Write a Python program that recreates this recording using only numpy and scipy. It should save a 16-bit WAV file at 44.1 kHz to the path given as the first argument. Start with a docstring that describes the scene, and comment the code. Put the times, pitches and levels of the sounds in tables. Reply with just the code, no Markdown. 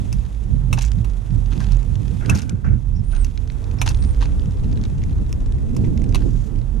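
"""An asphalt path in the open air: a skater on big-wheeled inline skates, with a microphone on a long pole.
Wind is low noise in shifting lumps, and the shuddering pole adds a swaying note.
The wheels roar and hiss as grainy noise, snap stones as short bursts, and faintly squeak and hum as tones.
Skates clack, thump, rattle and scuff as struck or slipping noise with rings.
Midway a glove rasps along the pole; near the end a jacket swishes. Both are shaped noise."""
import sys
import numpy as np
from scipy import signal
from scipy.fft import rfft, irfft
from scipy.io import wavfile
from scipy.ndimage import uniform_filter1d, map_coordinates

SR = 44100
rng = np.random.default_rng(int(sys.argv[2]) if len(sys.argv) > 2 else 0)


def bounce(signal):
    """Save signal as a 16-bit WAV file at the path given by the first command-line argument."""
    frames = np.transpose(np.atleast_2d(signal))
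    limited = np.clip(frames, -1, 1)
    pcm = np.round(limited * 32767).astype(np.int16)
    wavfile.write(sys.argv[1], SR, pcm)


N = 299880  # length in samples
TIME = np.arange(N) / SR  # seconds

# Levels in the tables are relative unless called a peak: the functions add their own trims.
# Tone colours of the noises: pitch_hz, level_db
SHUDDER_COLOUR = [(10, -36), (18, -22), (28, 2.5), (38, -6.5), (47, 2.5), (56, 6), (75, -4.5), (100, -16),
                  (150, -33)]
BUFFET_COLOUR = [(40, -19), (70, -1.5), (100, 4.5), (125, 2.5), (160, -7.5), (200, -12), (250, -24.5),
                 (400, -69)]
EDDY_COLOUR = [(160, 1), (205, 4.5), (260, 1.5), (340, -7.5), (430, -10), (600, -22), (900, -32.5),
               (1500, -57), (4000, -51.5)]
ROAR_COLOUR = [(300, 8.5), (600, 3), (850, 3.5), (1300, -3.5), (2000, -11), (3000, -39), (6000, -29)]
HISS_COLOUR = [(1060, -29), (1800, -4.5), (2380, -3.5), (2570, 0.5), (2880, -4.5), (3540, -2), (4000, -6.5),
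               (4560, -9.5), (5240, -7.5), (6230, -5.5), (8160, -6), (9530, -6), (11200, -14.5),
               (12600, -16), (14300, -30)]
STONE_COLOUR = [(600, -45), (1500, 0.5), (2600, 4), (4000, 3), (6500, -3.5), (7800, -13.5), (10000, -11),
                (14000, -19)]
CLACK_COLOUR = [(300, -5), (620, 2), (1080, 9), (1400, 3.5), (1700, 7), (2250, 4.5), (2660, 5.5),
                (3100, -4.5), (4400, 2.5), (5900, 0), (7400, -11), (8700, -8.5), (9800, -10), (10900, -24),
                (12200, -15), (14300, -33)]
SCUFF_COLOUR = [(350, -40), (600, 4), (850, 17.5), (1200, 2), (1500, 10.5), (2050, 2.5), (2700, 9.5),
                (3200, 6), (4100, 6), (5400, 0), (6300, 4), (8000, -7), (9700, -6), (11000, -29),
                (12500, -24), (14000, -40)]
GLOVE_COLOUR = [(500, -4), (1000, -9), (1250, -6.5), (1520, -0.5), (1800, -17.5), (2050, -13), (2350, -17),
                (2700, -19), (3500, -39), (6000, -29), (10000, -50)]  # strongest near 1.5 kHz, where the pole rings
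JACKET_COLOUR = [(2000, -3.5), (4000, -7), (5800, -4), (7000, -1), (7800, -5), (12000, -15)]
# How alike left and right are: pitch_hz, likeness (-1 to 1)
LIKENESS = [(300, 0.26), (800, -0.48), (1500, -0.11), (2700, 0.7), (6400, 0.66), (8500, -0.49),
            (12000, 0.18)]
# How much louder left is than right: pitch_hz, left_minus_right_db
LEFT_LEAN = [(300, 2.5), (1000, -0.5), (2500, -1), (6400, 0.5), (7400, 3), (8800, -6.5), (10000, -3),
             (13000, -0.5)]

# Airflow over the microphone: time_s, shudder_db, buffet_db, eddies_db
AIRFLOW = [(0, -26.5, -22.5, -33.5), (0.17, -18.5, -21.5, -39), (0.33, -26, -35.5, -42),
           (0.58, -16.5, -24, -44.5), (1.1, -21, -30, -44.5), (1.55, -19.5, -25, -37),
           (1.9, -17.5, -20, -37.5), (2.42, -23.5, -26, -33), (2.85, -20.5, -22, -40.5),
           (3.45, -18.5, -33, -44.5), (3.6, -27, -24, -44), (3.87, -22, -21, -40), (4.2, -17, -28, -44.5),
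           (4.72, -22, -22, -31), (5.5, -21, -27, -35), (5.8, -25, -22, -24.5), (6.27, -16.5, -23.5, -27.5),
           (6.45, -21, -27, -34), (6.8, -18, -26, -36.5)]
# Wind on the two sides as the skater turns: time_s, left_minus_right_db
WIND_SIDE = [(0, -8.5), (2.2, -12.5), (3.8, -9), (4.5, -2.5), (5.4, -0.5), (5.9, -7), (6.8, -12)]
# Puffs of air as the pole swings: middle_s, length_s, buffet_db, eddies_db
GUSTS = [(0.538, 0.12, -17.5, -32.5), (0.741, 0.13, -18, -31), (0.993, 0.16, -17.5, -37.5),
         (1.354, 0.15, -17, -37.5), (1.557, 0.11, -32, -30.5), (1.736, 0.08, -18.5, -46),
         (1.98, 0.15, -20.5, -56), (2.322, 0.17, -16, -22), (2.54, 0.065, -19.5, -35),
         (2.718, 0.17, -14, -32.5), (2.999, 0.037, -16, -40), (3.889, 0.043, -17.5, -43),
         (4.056, 0.06, -31, -27), (4.484, 0.08, -20.5, -39), (4.67, 0.14, -31, -28.5),
         (5.219, 0.041, -23, -26.5), (5.996, 0.07, -29.5, -27), (6.266, 0.07, -23, -21)]
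# Brief wind changes, mostly dips, as the pole reverses its swing: middle_s, length_s, change_db
LULLS = [(0.4, 0.074, -3), (1.207, 0.1, 1.5), (2.392, 0.093, -4.5), (2.616, 0.047, -10), (2.831, 0.1, -5),
         (3.44, 0.33, -4.5), (5.58, 0.15, 0)]
# The pole's bending note follows the grip: time_s, pitch_hz, note_over_noise_db
POLE_NOTE = [(0, 48.9, -7.5), (0.7, 47.18, 9), (2.4, 48.5, 12.5), (3.402, 39.1, 1), (4.7, 40.35, -9.5),
             (5.9, 39.97, -7), (6.5, 42.34, 9)]
# Wheels on asphalt: time_s, roar_db, hiss_db
WHEELS = [(0, -46, -49), (0.35, -48, -54.5), (1.9, -46.5, -52.5), (2.35, -46.5, -48), (2.55, -52, -59),
          (3.02, -51.5, -58), (3.3, -51.5, -55), (3.799, -41.5, -53.5), (4.1, -44.5, -51.5),
          (4.6, -45.5, -53.5), (5.8, -48, -56), (6.8, -47.5, -56)]
# Larger stones snap under a wheel: start_s, level_db, bright_db
LARGE_STONES = [(0.811, -27, -6), (0.9179, -29, -9), (1.46, -39, -13), (1.5184, -40, -40),
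                (1.578, -35, -32), (1.604, -31, -6), (1.643, -41, -20), (1.769, -36, -10),
                (1.83, -38.5, -7), (1.9556, -34, -10), (2.081, -35.5, -28), (2.2603, -28.5, -17),
                (2.389, -30, -7), (2.495, -25, -5), (3.3759, -29.5, -22), (3.476, -39, -20),
                (3.5009, -32, -33), (3.642, -37.5, -18), (3.7125, -38, -25), (3.787, -35, -27),
                (3.946, -30, -20), (3.973, -39, -16), (4.0253, -31.5, -33), (4.039, -35.5, -21),
                (4.048, -35, -22), (4.147, -37, -26), (4.396, -36, -30), (4.42, -41, -30),
                (4.458, -38, -17), (4.572, -43, -18), (4.643, -40, -26), (4.7135, -45, -20),
                (4.728, -36.5, -24), (4.758, -43, -32), (4.774, -35, -24), (4.814, -37, -22),
                (4.8381, -29.5, -23), (4.8529, -32, -26), (5.038, -32, -18), (5.405, -43, -13),
                (5.523, -37.5, -10), (5.9763, -32.5, -23), (6.019, -37, -10), (6.041, -34.5, -10),
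                (6.092, -37, -5), (6.125, -36, -18)]
# How often small stones come, most on the gritty stretch: time_s, stones_per_s
SMALL_STONE_RATE = [(0, 9.9), (2.3, 10.7), (2.55, 1), (3.1, 1), (3.6, 19), (4.7, 21.8), (5.6, 12.1),
                    (6.1, 17), (6.6, 3.02)]
# Jolts travel up the pole: start_s, pitch_hz, level_db
THUMPS = [(0.124, 63.4, -20), (2.324, 91, -7.5), (2.352, 196, -14.5), (2.529, 188, -15), (2.646, 131, -14),
          (2.738, 218, -25)]
# Skates knock on the asphalt: start_s, level_db, dull_db, bright_db, fade_60db_s, ring_db
CLACKS = [(0.127, -31, -6.5, -0.5, 0.045, -12), (0.728, -18.5, -6, -7.5, 0.068, -6),
          (0.777, -31, 14, -3, 0.096, 0), (1.045, -37.5, -4, -6.5, 0.059, -23),
          (1.603, -30, 17.5, 5, 0.25, -22), (1.719, -39.5, -5, 14, 0.043, -26),
          (2.297, -15.5, -10, -9, 0.047, -0.5), (3.246, -34, -9, 1, 0.024, -7),
          (3.815, -16.5, -4, -7, 0.059, -11), (3.862, -27.5, 12.5, 10, 0.047, -19),
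          (3.889, -26, -2, 15, 0.033, -1), (3.902, -33, 0, -3, 0.099, -14),
          (4.215, -36.5, 21, -18, 0.035, -24), (4.224, -32.5, -1.5, -14, 0.018, -12),
          (4.24, -42, -4, -15, 0.04, -18), (5.327, -34.5, -8, -2, 0.011, -26),
          (5.765, -34.5, -3, -1.5, 0.038, -14), (6.146, -22, -6.5, -7.5, 0.06, -26),
          (6.156, -25.5, -6, -6.5, 0.022, -8), (6.219, -39, 0, -12, 0.053, -22)]
# Rings of the metal frame: pitch_hz, level_db, fade_60db_s
FRAME_RINGS = [(793, -5.5, 0.19), (990, -32, 0.051), (1480, -29, 0.21), (2570, -18, 0.18),
               (2666, 22.5, 0.043), (5100, -24, .03), (6300, 8, 0.029), (7700, -18, 0.023),
               (9500, -23, 0.022), (10440, -3, 0.036), (12600, -34, .025)]
# Wheels slip sideways under the skater's weight: start_s, length_s, level_db
SCUFFS = [(0.758, 0.13, -39.5), (1.502, 0.12, -51.5), (1.588, 0.11, -46), (1.697, 0.059, -44.5),
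          (2.333, 0.1, -39.5), (3.096, 0.22, -51.5), (3.851, 0.072, -32.5), (4.204, 0.066, -37),
          (5.839, 0.018, -38), (6.136, 0.077, -46)]
# Hollow knocks of wheels and boots: start_s, pitch_hz, peak_db
KNOCKS = [(0.776, 856, -19), (1.045, 1490, -43), (1.516, 1400, -34.5), (1.641, 1204, -43),
          (2.245, 1540, -31), (2.292, 1090, -17), (2.322, 1530, -23.5), (2.642, 1370, -30),
          (2.662, 1650, -35), (2.684, 2180, -39), (2.721, 1540, -42), (3.863, 784, -25.5),
          (4.222, 907, -23), (5.841, 2090, -37.5), (5.851, 1980, -44), (6.22, 1900, -47)]
# Wheels chatter in their frame after a hard landing: start_s, level_db, ping_hz
RATTLES = [(0.786, -28, 6500), (0.820, -26, 6800), (0.825, -28, 7600), (0.849, -30, 7500),
           (0.861, -36, 7300), (0.877, -39, 7700), (2.35, -27.5, 5800), (2.355, -28.5, 6370),
           (2.373, -30, 4900), (2.389, -31, 6500), (2.418, -32, 6500), (2.429, -42, 5000),
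           (2.493, -40.5, 8100), (3.867, -36, 5400), (3.884, -37, 4000), (3.892, -29, 4500),
           (3.913, -43, 4100)]
# A glove slides on the pole: start_s, length_s, level_db
GLOVE_SLIDES = [(2.205, 0.42, -37.5), (2.288, 0.15, -30), (2.488, 0.076, -40.5), (2.641, 0.15, -34.5),
                (3.125, 0.18, -39.5)]
# Thin whistles, one inner table each: time_s, pitch_hz, level_db
SQUEAKS = [
    [(2.945, 5070, -66), (2.972, 5550, -56), (3.005, 5150, -59)],
    [(3.04, 8500, -62), (3.075, 9400, -57), (3.11, 9570, -51), (3.19, 8900, -49.5), (3.245, 8060, -50)],
    [(3.785, 5550, -47), (3.815, 5200, -40)],
    [(3.92, 9260, -63), (3.99, 8950, -52.5), (4.035, 8550, -45), (4.085, 9050, -51.5), (4.11, 8900, -49),
     (4.135, 8500, -68)],
]
# Random pitch jitter, one value for each whistle: jitter_hz
SQUEAK_JITTER = [210, 125, 240, 110]
# Hum of the rolling wheels: time_s, pitch_hz, level_db
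HUM = [(3.099, 227.8, -61), (3.498, 246, -47.5), (3.9, 266, -46), (4.299, 281.5, -43), (4.6, 284, -63)]
# Tones that make up the hum: pitch_ratio, level_db
HUM_PARTIALS = [(1, -2), (1.45, -16), (1.63, -16), (1.8, -15)]
# The jacket swishes as the body twists: time_s, level_db
SWISH = [(6.12, -67), (6.26, -56), (6.4, -53), (6.47, -56), (6.52, -68)]

FLUTTER_DB, FLUTTER_PER_S = 1.8, 12  # random flutter of the airflow
LOAD_DB, LOAD_S = 2.5, 0.19  # a skate taking the weight rolls louder for a moment
STONE_DB, STONE_SPREAD_DB, STONE_BRIGHT_DB = -44, 2.2, -20  # small stones
STONE_BODY_HZ, STONE_BODY_DB, STONE_BODY_Q = 1750, -10.5, 4  # a stone's own knock
THUMP_RISE_S, THUMP_T60_S, THUMP_LEAN_DB = 0.0043, .11, 6  # T60: time to fade by 60 dB
CLACK_RISE_S = 0.00099
CRACK, CRACK_AT_S = 9, .0015  # full contact: height over the clatter, time after first touch
SCUFF_ATTACK_S, SCUFF_FADE_DB = .025, 13
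KNOCK_RISE_S, KNOCK_T60_S, KNOCK_WIDTH = 0.0033, 0.058, 1.2  # width: pitch ratio either way
RATTLE_DULL_DB, RATTLE_BRIGHT_DB, RATTLE_RING_DB = -7.5, 1, -22
RATTLE_T60_S, RATTLE_PING_DB, RATTLE_PING_Q = .042, -3, 14
GLOVE_ATTACK_S, GLOVE_FADE_DB = 0.007, 24
EDGE_HZ = 14700  # upper limit of the microphone


def amp(db):
    """Turns decibels into a gain."""
    return 10 ** (np.asarray(db) / 20)


def unit(x):
    """Scales a sound to an average (rms) strength of 1."""
    return x / np.sqrt(np.mean(x ** 2) + 1e-20)


def read(points, hz):
    """Reads a table between its points on a log-frequency axis."""
    f, value = np.transpose(points)
    return np.interp(np.log(hz + 1), np.log(f + 1), value)


def add(mix, s, sound):
    """Mixes a stereo sound in at time s."""
    part = mix[:, max(round(s * SR), 0):][:, :sound.shape[1]]
    part += sound[:, :part.shape[1]]


def colour(x, spectrum):
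    """Filters by a tone colour that falls away beyond its last point."""
    hz = np.fft.rfftfreq(x.shape[-1], 1 / SR)
    skirt = 1 / np.sqrt(1 + (hz / (2 * spectrum[-1][0])) ** 8)
    return irfft(rfft(x) * amp(read(spectrum, hz)) * skirt, x.shape[-1])


def ports(pair):
    """Blends two unrelated signals into the left and right that the two microphone ports hear."""
    shared, opposed = rfft(pair)
    hz = np.fft.rfftfreq(pair.shape[1], 1 / SR)
    same = np.clip(read(LIKENESS, hz), -1, 1)
    mid = shared * np.sqrt((1 + same) / 2)
    side = opposed * np.sqrt((1 - same) / 2)
    lean = amp(read(LEFT_LEAN, hz) / 2)
    return irfft(np.array([(mid + side) * lean, (mid - side) / lean]), pair.shape[1])


def drift(per_s, size=N):
    """Wanders at random, with an average (rms) strength near 1, by joining chance points."""
    knots = rng.standard_normal(size // 20 + 4)
    place = np.arange(size) * min(per_s / SR, 1 / 20)
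    return map_coordinates(knots, [place], order=1) * np.sqrt(3 / 2)


def grainy(grain_db, per_s):
    """Makes stereo noise whose strength wanders from grain to grain."""
    return ports(rng.standard_normal((2, N)) * amp(grain_db * drift(per_s)))


def strokes(tables):
    """Gain of a sound that lasts only for its strokes."""
    gain = np.zeros(N)
    for rows in tables:
        s, db = np.transpose(rows)
        gain += np.interp(TIME, s, amp(db), 0, 0)
    return uniform_filter1d(gain, size=400)


def swell(middle, length):
    """A smooth rise to 1 and fall."""
    return np.cos(np.pi * np.clip((TIME - middle) / length, -.5, .5))


def slides(rows, attack_s, fade_db):
    """Gain of slides that bite quickly and fade until they let go."""
    gain = np.zeros(N)
    for s, length, db in rows:
        t = np.clip(TIME - s, 0, length)
        gain += np.minimum(t / attack_s, 1) * amp(db - fade_db * t / length) * (t < length)
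    return uniform_filter1d(gain, size=300)


def uneven(x, depth_db):
    """Gives each struck spot its own chance set of stronger and weaker pitches."""
    hz = np.geomspace(500, 14000, 36)
    return colour(x, np.transpose([hz, depth_db * rng.standard_normal(len(hz))]))


def turbulence(spectrum, same, lumpy_db, size):
    """Low noise, partly shared by the ports, whose energy gathers in shifting lumps."""
    shared, *own = rng.standard_normal((3, N))
    noise = np.sqrt(same) * shared + np.sqrt(1 - same) * np.array(own)
    z = signal.stft(noise, nperseg=2048)[2]
    # the lumps are smoothed across pitch, then across time
    lumps = uniform_filter1d(rng.standard_normal(z.shape[1:]), size=2, axis=0)
    lumps = unit(uniform_filter1d(lumps, size=4, axis=1))
    x = colour(signal.istft(z * amp(lumpy_db * lumps))[1][:, :N], spectrum)
    # even out the running strength
    return x / np.sqrt(uniform_filter1d(x ** 2, size=size) + 1e-20)


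def pole():
    """Road shocks shake the pole broadly and keep its bending note swaying."""
    s, hz, share_db = np.transpose(POLE_NOTE)
    turns = np.cumsum(np.interp(TIME, s, hz) * (1 + 0.086 * drift(22))) / SR
    note = unit(np.sin(2 * np.pi * turns) * (1 + 0.39 * drift(14)))
    share = amp(np.interp(TIME, s, share_db))
    shaking = turbulence(SHUDDER_COLOUR, same=0.38, lumpy_db=6.5, size=3000)
    return (share * note + shaking) / np.sqrt(1 + share ** 2)


def wind():
    """The pole shudders and eddies hit the ports, in a fluttering flow with gusts."""
    s, *columns = np.transpose(AIRFLOW)
    shudder, buffet, eddies = (
        amp(np.interp(TIME, s, c) + FLUTTER_DB * drift(FLUTTER_PER_S)) for c in columns)
    for middle, length, buffet_db, eddy_db in GUSTS:
        puff = swell(middle, length)
        buffet = np.hypot(buffet, amp(buffet_db) * puff)
        eddies = np.hypot(eddies, amp(eddy_db) * puff)
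    side_db = np.interp(TIME, *np.transpose(WIND_SIDE))
    sides = amp(np.array([side_db, -side_db]) / 2)
    sides /= np.sqrt(np.mean(sides ** 2, axis=0))
    shudder = shudder * amp(0.45) * pole()
    buffet = buffet * amp(0.78) * turbulence(BUFFET_COLOUR, same=0.33, lumpy_db=4.0, size=1600)
    eddies = eddies * amp(1.5) * turbulence(EDDY_COLOUR, same=0.02, lumpy_db=2.0, size=2000)
    lull_db = sum(db * swell(middle, length) for middle, length, db in LULLS)
    return sides * amp(lull_db) * (shudder + buffet + eddies)


def rolling():
    """Wheels roar and hiss over grainy asphalt and crackle on fine grit, louder around each scuff."""
    s, roar_db, hiss_db = np.transpose(WHEELS)
    load = np.max([swell(start + length / 2, LOAD_S) for start, length, db in SCUFFS], axis=0)
    roar = amp(np.interp(TIME, s, roar_db) + 2.5) * unit(colour(grainy(1.0, 90), ROAR_COLOUR))
    hiss = amp(-3.0) * unit(colour(grainy(1.5, 140), HISS_COLOUR))
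    # about 110 specks of grit a second, of chance sizes
    sizes = amp(4 * np.minimum(rng.exponential(1, N), 2)) * (rng.random(N) < 110 / SR)
    specks = ports(sizes * rng.choice([-1, 1], (2, N)))
    grit = amp(-15.0) * unit(colour(specks, STONE_COLOUR))
    return amp(LOAD_DB * load) * (roar + amp(np.interp(TIME, s, hiss_db)) * (hiss + grit))


def small_stones(count=340):
    """Chance snaps along the path, as rows of start_s, level_db, bright_db."""
    times = (np.arange(count) + rng.random(count)) * N / SR / count
    hit = rng.random(count) < np.interp(times, *np.transpose(SMALL_STONE_RATE)) * N / SR / count
    size, tint = rng.standard_normal((2, count))
    level_db = STONE_DB + STONE_SPREAD_DB * size
    bright_db = STONE_BRIGHT_DB + 7 * tint
    return list(np.transpose([times, level_db, bright_db])[hit])


def ticks():
    """Stones snap out from under the wheels, dry and short, each with a little body of its own."""
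    out, t = np.zeros((2, N)), np.arange(2048) / SR
    lead_s = .002
    after = np.maximum(t - lead_s, 0)
    for s, db, bright_db in list(LARGE_STONES) + small_stones():
        life, body_hz = 2 ** rng.uniform(-.7, .7, 2) * [.008, STONE_BODY_HZ]
        # a quick fade, with a weaker and slower one beneath
        snap = (after > 0) * (amp(-60 * after / life) + amp(-14 - 60 * after / .03))
        blow = ports(rng.standard_normal((2, len(t))) * snap)
        brightness = [(5000, 0), (8000, bright_db + 25.5), (15000, bright_db - 6)]
        sound = colour(colour(blow, STONE_COLOUR), brightness)
        body = signal.lfilter(*signal.iirpeak(body_hz, STONE_BODY_Q, fs=SR), blow)
        sound = unit(uneven(sound, 2.4)) + amp(STONE_BODY_DB) * unit(body)
        add(out, s - lead_s, amp(db - 18.0) * unit(sound))
    return out


def thumps():
    """A jolt shakes the microphone for a few slow swings, more on the left."""
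    out, t = np.zeros((2, N)), np.arange(8000) / SR
    shape = np.minimum(t / THUMP_RISE_S, 1) * amp(-60 * t / THUMP_T60_S)
    lean = amp([[0], [-THUMP_LEAN_DB]])
    for s, hz, db in THUMPS:
        add(out, s, lean * amp(db) * shape / shape.max() * np.sin(2 * np.pi * hz * t))
    return out


def clack(db, dull_db, bright_db, t60, ring_db):
    """A hard crack with a short clatter behind it sets the skate frame ringing."""
    after = np.maximum(np.arange(6000) / SR - .002, 0)
    onset = 1 - np.exp(-after / CLACK_RISE_S)
    blow = onset * (amp(-60 * after / t60) + amp(-20 - 60 * after / .08))
    contact = rng.standard_normal((2, len(after))) * blow
    contact[0, np.searchsorted(after, CRACK_AT_S)] += CRACK
    crack = unit(colour(ports(contact), CLACK_COLOUR))
    ring = np.zeros(len(after))
    for hz, level, life in FRAME_RINGS:
        # each blow shifts the strength and pitch of each ring a little
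        fade = amp(level + 3.5 * rng.standard_normal() - 60 * after / life)
        ring += fade * np.sin(2 * np.pi * hz * after * (1 + .011 * rng.standard_normal()))
    ring *= onset
    sound = uneven(crack + amp(ring_db) * unit(ring), 1.7)
    # the spot that is struck shares the blow between dull, middle and bright bands
    shares = [(500, 1900, dull_db - 1.5), (2000, 5000, -4), (5000, 15000, bright_db)]
    mixed = 0
    for low, high, share_db in shares:
        band = signal.butter(2, [low, high], "band", fs=SR, output="sos")
        mixed = mixed + amp(share_db) * unit(signal.sosfilt(band, sound))
    return amp(db - 15.0) * unit(mixed)


def clacks():
    """Skates knock down on the asphalt, each blow a crack with a frame ring."""
    out, lead_s = np.zeros((2, N)), .0025
    for s, *blow in CLACKS:
        add(out, s - lead_s, clack(*blow))
    return out


def scuffs():
    """Wheels judder sideways under the weight: a rasp and a rattle of short, separate slips."""
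    # about 170 slips a second, of chance sizes, each dying away within milliseconds
    slips = amp(3.5 * np.minimum(rng.exponential(1, N), 2)) * (rng.random(N) < 170 / SR)
    bite = signal.lfilter([1], [1, -np.exp(-1 / (.0012 * SR))], slips)
    rattle = unit(ports(rng.standard_normal((2, N)) * bite))
    rasp = amp(-6) * unit(grainy(3.5, 160))
    gain = amp(6.5) * slides(SCUFFS, SCUFF_ATTACK_S, SCUFF_FADE_DB)
    return gain * unit(colour(rattle + rasp, SCUFF_COLOUR))


def knocks():
    """A blunt blow sets one short, noisy resonance of a wheel or boot going."""
    out, t = np.zeros((2, N)), np.arange(4000) / SR
    blow = np.minimum(t / KNOCK_RISE_S, 1) * amp(-60 * t / KNOCK_T60_S)
    for s, hz, db in KNOCKS:
        body = signal.butter(1, [hz / KNOCK_WIDTH, hz * KNOCK_WIDTH], "band", fs=SR, output="sos")
        noise = ports(rng.standard_normal((2, len(t)))) * blow
        sound = signal.sosfilt(np.vstack([body, body]), noise)
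        add(out, s, amp(db) * sound / abs(sound).max())
    return out


def rattles():
    """Loose wheels chatter: small, bright clacks, each with a ping of its own."""
    out, lead_s = np.zeros((2, N)), .0025
    for s, db, hz in RATTLES:
        knock = clack(db, RATTLE_DULL_DB, RATTLE_BRIGHT_DB, RATTLE_T60_S, RATTLE_RING_DB)
        ping = signal.lfilter(*signal.iirpeak(hz, RATTLE_PING_Q, fs=SR), knock)
        ping = amp(RATTLE_PING_DB) * knock.std() * unit(ping)
        add(out, s - lead_s, amp(-7.0) * (knock + ping))
    return out


def glove():
    """A glove drags along the pole, which carries the rasp to the microphone."""
    gain = amp(0.5) * slides(GLOVE_SLIDES, GLOVE_ATTACK_S, GLOVE_FADE_DB)
    return gain * unit(colour(grainy(2.2, 200), GLOVE_COLOUR))


def squeaks():
    """Thin whistles of a slipping wheel, rough and sputtering; the low ones are the hoarsest."""
    out = np.zeros((2, N))
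    for rows, jitter_hz in zip(SQUEAKS, SQUEAK_JITTER):
        s, hz, db = np.transpose(rows)
        pitch_hz = np.interp(TIME, s, hz) + jitter_hz * drift(2000) + 45 * drift(120)
        turns = np.cumsum(pitch_hz) / SR
        tone = unit(np.sin(2 * np.pi * turns) * amp(3 * drift(350) + 2.6 * drift(60)))
        out += tone * strokes([np.transpose([s, db])]) * amp([[-5], [.5]])  # stronger on the right
    return out


def hum():
    """A gently wavering hum of the spinning wheels, with fainter partials that come and go."""
    s, hz, db = np.transpose(HUM)
    turns = np.cumsum(np.interp(TIME, s, hz)) / SR
    tone = np.zeros(N)
    for ratio, level in HUM_PARTIALS:
        waver = .3 * ratio * ratio  # higher partials waver more
        wave = np.sin(2 * np.pi * ratio * turns + waver * drift(14))
        tone += amp(level) * wave * (1 + waver * drift(9))
    return amp(3) * unit(tone) * strokes([np.transpose([s, db])])


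def jacket():
    """Smooth shell fabric slides over itself with a grainy swish."""
    return strokes([SWISH]) * unit(colour(grainy(2.3, 120), JACKET_COLOUR))


def scene():
    """Everything in the open air, with no room."""
    ride = wind() + rolling() + ticks()
    landings = thumps() + clacks() + scuffs() + knocks() + rattles()
    return ride + landings + glove() + squeaks() + hum() + jacket()


def record(dry):
    """The microphone rounds off the strongest peaks, then limits the highest pitches."""
    knee = .6
    over = np.maximum(abs(dry) - knee, 0)
    soft = np.clip(dry, -knee, knee) + np.sign(dry) * .3 * np.tanh(over / .3)
    lowpass = signal.firwin(127, EDGE_HZ, window=("kaiser", 9), fs=SR)
    return signal.oaconvolve(soft, lowpass[None], "same")


dry = scene()
out = record(dry)
bounce(out)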